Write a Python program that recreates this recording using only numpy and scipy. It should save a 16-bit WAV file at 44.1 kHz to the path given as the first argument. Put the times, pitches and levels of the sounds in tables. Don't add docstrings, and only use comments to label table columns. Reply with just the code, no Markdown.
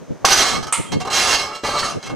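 import sys
import numpy as np
from scipy import signal
from scipy.fft import rfft, irfft
from scipy.io import wavfile

SR = 44100
rng = np.random.default_rng(int(sys.argv[2]) if len(sys.argv) > 2 else 0)


def digitize_waveform(pressure):
    field = np.atleast_2d(pressure).T
    bounded = np.clip(field, -1, 1)
    quanta = np.round(bounded * 32767).astype(np.int16)
    wavfile.write(sys.argv[1], SR, quanta)


def volts_from_decibels(level):
    exponent = np.asarray(level, float) / 20
    return 10 ** exponent


N = 94815

# time [s], scrape level [dB], extra push on the low modes [dB].
DRAGS = [
    [(0.25, -2, -12), (0.254, -15.5, -7.5), (0.466, -16.5, -1), (0.524, -24, 5), (0.62, -43.5, 8.5)],
    [(1.1, -32.5, 7), (1.128, -20, -2.5), (1.208, -17.5, -9), (1.264, -18.5, 2.5), (1.332, -18, -3.5),
     (1.522, -48, 18), (1.556, -39.5, -1), (1.622, -57, 5), (1.63, -45, 0)],
    [(1.63, -46, 4), (1.638, -32.5, 18), (1.666, -27, 3), (1.768, -32.5, 15), (1.796, -21.5, -11),
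     (1.812, -26.5, 6), (1.864, -27.5, 7.5), (2.022, -55.5, 6.5), (2.03, -35, 0)],
]
# peak time [s], peak level [dB], extra low push [dB], length [s].
SKIPS = [
    (0.627, -17.5, 7.5, 0.022),
    (0.667, -23, 7.5, 0.021),
    (0.9193, -12, 4, 0.021),
    (1.0006, -17.5, 7.5, 0.025),
    (1.0497, -23.5, 16, 0.02),
    (1.072, -23, 16, 0.018),
    (1.5484, -30, 5, 0.019),
    (2.032, -23, -4, 0.022),
    (2.0572, -26.5, 6.5, 0.027),
    (2.0942, -24, 12.5, 0.024),
]
# pitch [Hz], width [Hz], level [dB].
FRAME = [(736.3, 39, 0.5), (1280, 110, 0.5), (2440, 63, -8), (2747, 29, -3.5), (3256, 150, 3),
         (4093, 110, 3.5), (4690, 96, -5.5), (5040, 33, -8.5), (5900, 39, -10.5), (6100, 28, -1.5),
         (6460, 69, -5.5), (7710, 25, -8), (8400, 72, -27), (8900, 92, -12)]
# pitch [Hz], level [dB per Hz].
PLATE = [(88, -61), (150, -43), (404, -7.5), (844, -4), (1290, -1.5), (2600, -6.5), (4840, -4.5),
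         (8490, -10), (15500, -38.5)]
# start [s], peak level [dB], pitch [Hz], fall by 60 dB [s].
THUDS = [
    (0.2453, -9.5, 783, 0.043),
    (0.2471, -6.5, 1110, 0.041),
    (1.635, -23, 427, 0.075),
    (1.687, -19, 575, 0.066),
    (1.83, -14.5, 1322, 0.076),
    (2.101, -28, 1097, 0.066),
]
# pitch [Hz], level [dB], fall by 60 dB [s].
CLANK = [(916, -13, 0.43), (1287, -6, 0.22), (2126, -10, 5.0), (2966, -16, 0.23), (5910, -15.5, 0.3),
         (6800, -9, 0.16), (7200, -15, 0.29), (7200, -8, 0.22), (8070, 2, 0.17), (8538, -13, 0.21),
         (8880, 0, 0.16), (9485, -8, 0.28), (9685, -4, 0.12), (10650, -13, 0.24)]
# pitch [Hz], level [dB per Hz].
SPRAY = [(240, -55), (400, -24), (1080, -7.5), (1300, 3), (1490, -19), (2120, -5.5), (5150, -20),
         (8280, -8), (15500, -43)]
# brushed at [s], pitch [Hz], level [dB], fall by 60 dB [s].
TUBES = [
    (.86, 3208, -46.5, 0.76),
    (1.38, 5265, -31, 0.49),
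    (1.51, 1313, -32.5, 0.56),
    (1.52, 2780, -42, 0.36),
    (2.035, 2650, -45, .3),
    (0.679, 1280, -36, .3),
]
# pitch [Hz], difference [dB].
LEAN = [(60, 1.0), (180, 8), (550, 1.5), (1650, -3), (4970, -8.5), (15000, -1.5)]
# time [s], share of the lean [1 = all].
PLACE = [
    (1.3, 0.83),
    (1.65, 0.5),
    (2.1, 0.4),
]
# time [s], level [dB].
WIND = [(0.0, -47.5), (0.07, -60), (0.11, -34), (0.15, -47), (0.19, -66), (0.23, -47), (0.43, -64.5),
        (0.6, -29.5), (0.74, -59), (0.8, -33), (0.86, -57), (0.93, -27.5), (1.14, -60), (1.55, -77),
        (1.98, -38), (2.02, -75), (2.04, -45.5), (2.15, -41.5)]
# pitch [Hz], level [dB per Hz].
WIND_COLOUR = [(12, -54), (20, -28), (98, 2), (151, 6), (595, -5), (698, -16), (900, -25), (1170, -53),
               (1980, -120)]
# pitch [Hz], level [dB per Hz].
STREET = [(35, -51), (60, -20.5), (216, -5), (464, 3), (546, 3.5), (4230, -20), (6130, -20.5), (8300, -27),
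          (15600, -40.5)]

SECONDS = np.arange(N) / SR
OPPOSITE = np.array([[1], [-1]])


def rms_one(x):
    return x / np.sqrt(np.mean(x ** 2) + 1e-20)


def at_hz(points, hz):
    points_hz, db = np.transpose(points)
    return np.interp(np.log(hz), np.log(points_hz + 1), db)


def drift(per_s, count=1):
    knots = rng.standard_normal((count, 400))
    return 1.22 * np.array([np.interp(SECONDS * per_s, np.arange(400), k) for k in knots])


def ring(force, hz, t60):
    r = volts_from_decibels(-60 / (t60 * SR))
    w = 2 * np.pi * hz / SR
    return signal.lfilter([0, np.sin(w)], [1, -2 * r * np.cos(w), r * r], force + 1e-18)


def coloured(x, spectrum):
    hz = np.arange(N // 2 + 1) * SR / N + 1
    gain = volts_from_decibels(at_hz(spectrum, hz)) * (hz > spectrum[0][0])
    return rms_one(irfft(rfft(x) * gain, N))


def after(start, t60):
    t = SECONDS - start
    return (t >= 0) * volts_from_decibels(-60 * np.maximum(t, 0) / t60)


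def placed(x, hz, extra_db=0):
    share = np.interp(SECONDS, *np.transpose(PLACE))
    half_db = (at_hz(LEAN, hz) + extra_db) * share / 2
    left, right = volts_from_decibels(half_db), volts_from_decibels(-half_db)
    return x * 2 * np.array([left, right]) / (left + right)


def contact():
    light, heavy = np.zeros(N), np.zeros(N)
    for rows in DRAGS:
        s, db, weight_db = np.transpose(rows)
        force = (SECONDS >= s[0]) * (SECONDS < s[-1]) * volts_from_decibels(np.interp(SECONDS, s, db))
        light += force
        heavy += force * volts_from_decibels(np.interp(SECONDS, s, weight_db))
    for s, db, weight_db, length in SKIPS:
        t = SECONDS - s
        rise = np.clip(t / 0.0025 + 0.5, 0, 1)
        fall = np.exp(-np.clip(t / length, 0, 5) ** 2) * (t < 0.2)
        force = volts_from_decibels(db - 12.5) * rise * fall
        light += force
        heavy += force * volts_from_decibels(weight_db)
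    return light, heavy


def grit_clicks():
    per_s, spread_db, clump_db, clumps_per_s = 6000, 4, 2, 40
    sizes_db = spread_db * np.minimum(rng.exponential(1, (6, N)), 5)
    sizes = volts_from_decibels(sizes_db) * rng.choice([-1, 1], (6, N))
    slips = rng.random((6, N)) < per_s / SR
    return rms_one(sizes * slips * volts_from_decibels(clump_db * drift(clumps_per_s)))


def plate_modes():
    spread_db, wander_db, lean_spread_db = 5.5, 3.5, 4.5
    pitches = np.geomspace(180, 14000, 131)[:130]
    detune, uneven, side = rng.standard_normal((3, 130))
    gains = volts_from_decibels(at_hz(PLATE, pitches) + 10 * np.log10(pitches / 2000) + spread_db * uneven)
    gains = gains / np.sqrt(np.sum(gains ** 2))
    t60s = np.minimum(107 / pitches * 4, 0.13)
    return [(hz * (1 + 0.01197 * d), gain, t60, wander_db, lean_spread_db * lean)
            for hz, d, gain, t60, lean in zip(pitches, detune, gains, t60s, side)]


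def frame_modes():
    level_db, wander_db, narrowing = -6, 3.5, 0.41
    norm = np.sqrt(sum(volts_from_decibels(db) ** 2 for _, _, db in FRAME))
    return [(hz, volts_from_decibels(db + level_db) / norm, 2.16 / (width * narrowing), wander_db, 0)
            for hz, width, db in FRAME]


def scrape():
    light, heavy = contact()
    grit = grit_clicks()
    sway = drift(8.94, count=20)
    out = np.zeros((2, N))
    for k, (hz, gain, t60, wander_db, lean_db) in enumerate(plate_modes() + frame_modes()):
        low = 1 / (1 + (hz / 1700) ** 4)
        push = low * heavy + (1 - low) * light
        force = grit[k % 6] * push * volts_from_decibels(wander_db * sway[k % 20])
        steady = np.sqrt(4 * np.log(1000) / (t60 * SR))
        out += placed(gain * steady * ring(force, hz, t60), hz, lean_db)
    rasp = volts_from_decibels(-2) * light * coloured(grit[:3].sum(axis=0), PLATE)
    return out + placed(rasp, 3300)


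def thuds():
    out = np.zeros((2, N))
    for s, db, hz, t60 in THUDS:
        knock = np.zeros(N)
        start = int(s * SR)
        knock[start:start + 20] = volts_from_decibels(db) * np.hanning(20) / 7
        out += placed(ring(knock, hz, t60) + 0.5 * ring(knock, hz * 1.37, t60), hz)
    return out


def clank():
    start, chatter_t60, longest_t60 = 0.7247, 0.013, 0.44
    out = np.zeros((2, N))
    for hz, db, t60 in CLANK:
        chatter = volts_from_decibels(-18 + db - 14.5) * rng.standard_normal(N) * after(start, chatter_t60)
        out += placed(ring(chatter, hz, min(t60, longest_t60)), hz)
    fall = volts_from_decibels(-24.5) * after(start, 0.16) + volts_from_decibels(-21.5) * after(start, 0.47)
    spray = fall * coloured(rng.standard_normal(N), SPRAY)
    return out + placed(spray, 6500)


def tubes():
    out = np.zeros((2, N))
    for s, hz, db, t60 in TUBES:
        brush = volts_from_decibels(db - 15.5) * rng.standard_normal(N) * after(s, 0.093)
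        out += placed(ring(brush, hz, t60), hz)
    return out


def echoes(x):
    n, t60, level_db, cut_hz = SR // 2, 0.36, -14.5, 8300
    late = np.arange(n) > 200
    tail = rng.standard_normal((2, n)) * volts_from_decibels(-60 * np.arange(n) / SR / t60) * late
    tail = signal.sosfilt(signal.butter(1, cut_hz, fs=SR, output="sos"), tail)
    tail = rms_one(tail) / np.sqrt(n)
    return volts_from_decibels(level_db) * signal.fftconvolve(x.mean(axis=0)[None], tail, axes=1)[:, :N]


def wind():
    puffs_db = np.interp(SECONDS, *np.transpose(WIND)) + 10
    gust = volts_from_decibels(puffs_db - 4.5 * drift(35.07)[0])
    mid, side = (coloured(v, WIND_COLOUR) for v in rng.standard_normal((2, N)))
    return gust * (volts_from_decibels(-8) * mid + side * OPPOSITE)


def traffic():
    mid, side = (coloured(v, STREET) for v in rng.standard_normal((2, N)))
    return volts_from_decibels(-45.5) * (mid + volts_from_decibels(-12) * side * OPPOSITE)


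def insects():
    hz, width_hz = 6200, 470
    return volts_from_decibels(-59) * rms_one(ring(rng.standard_normal((2, N)), hz, 1.8 / width_hz))


def scene():
    truck = scrape() + thuds() + clank() + tubes()
    return truck + echoes(truck) + wind() + traffic() + insects()


def low_pass(x):
    return signal.sosfilt(signal.butter(12, 15700, fs=SR, output="sos"), x)


def record(dry):
    top = 0.98
    mix = top * np.tanh(dry / top)
    return low_pass(mix)


dry = scene()
out = record(dry)
digitize_waveform(out)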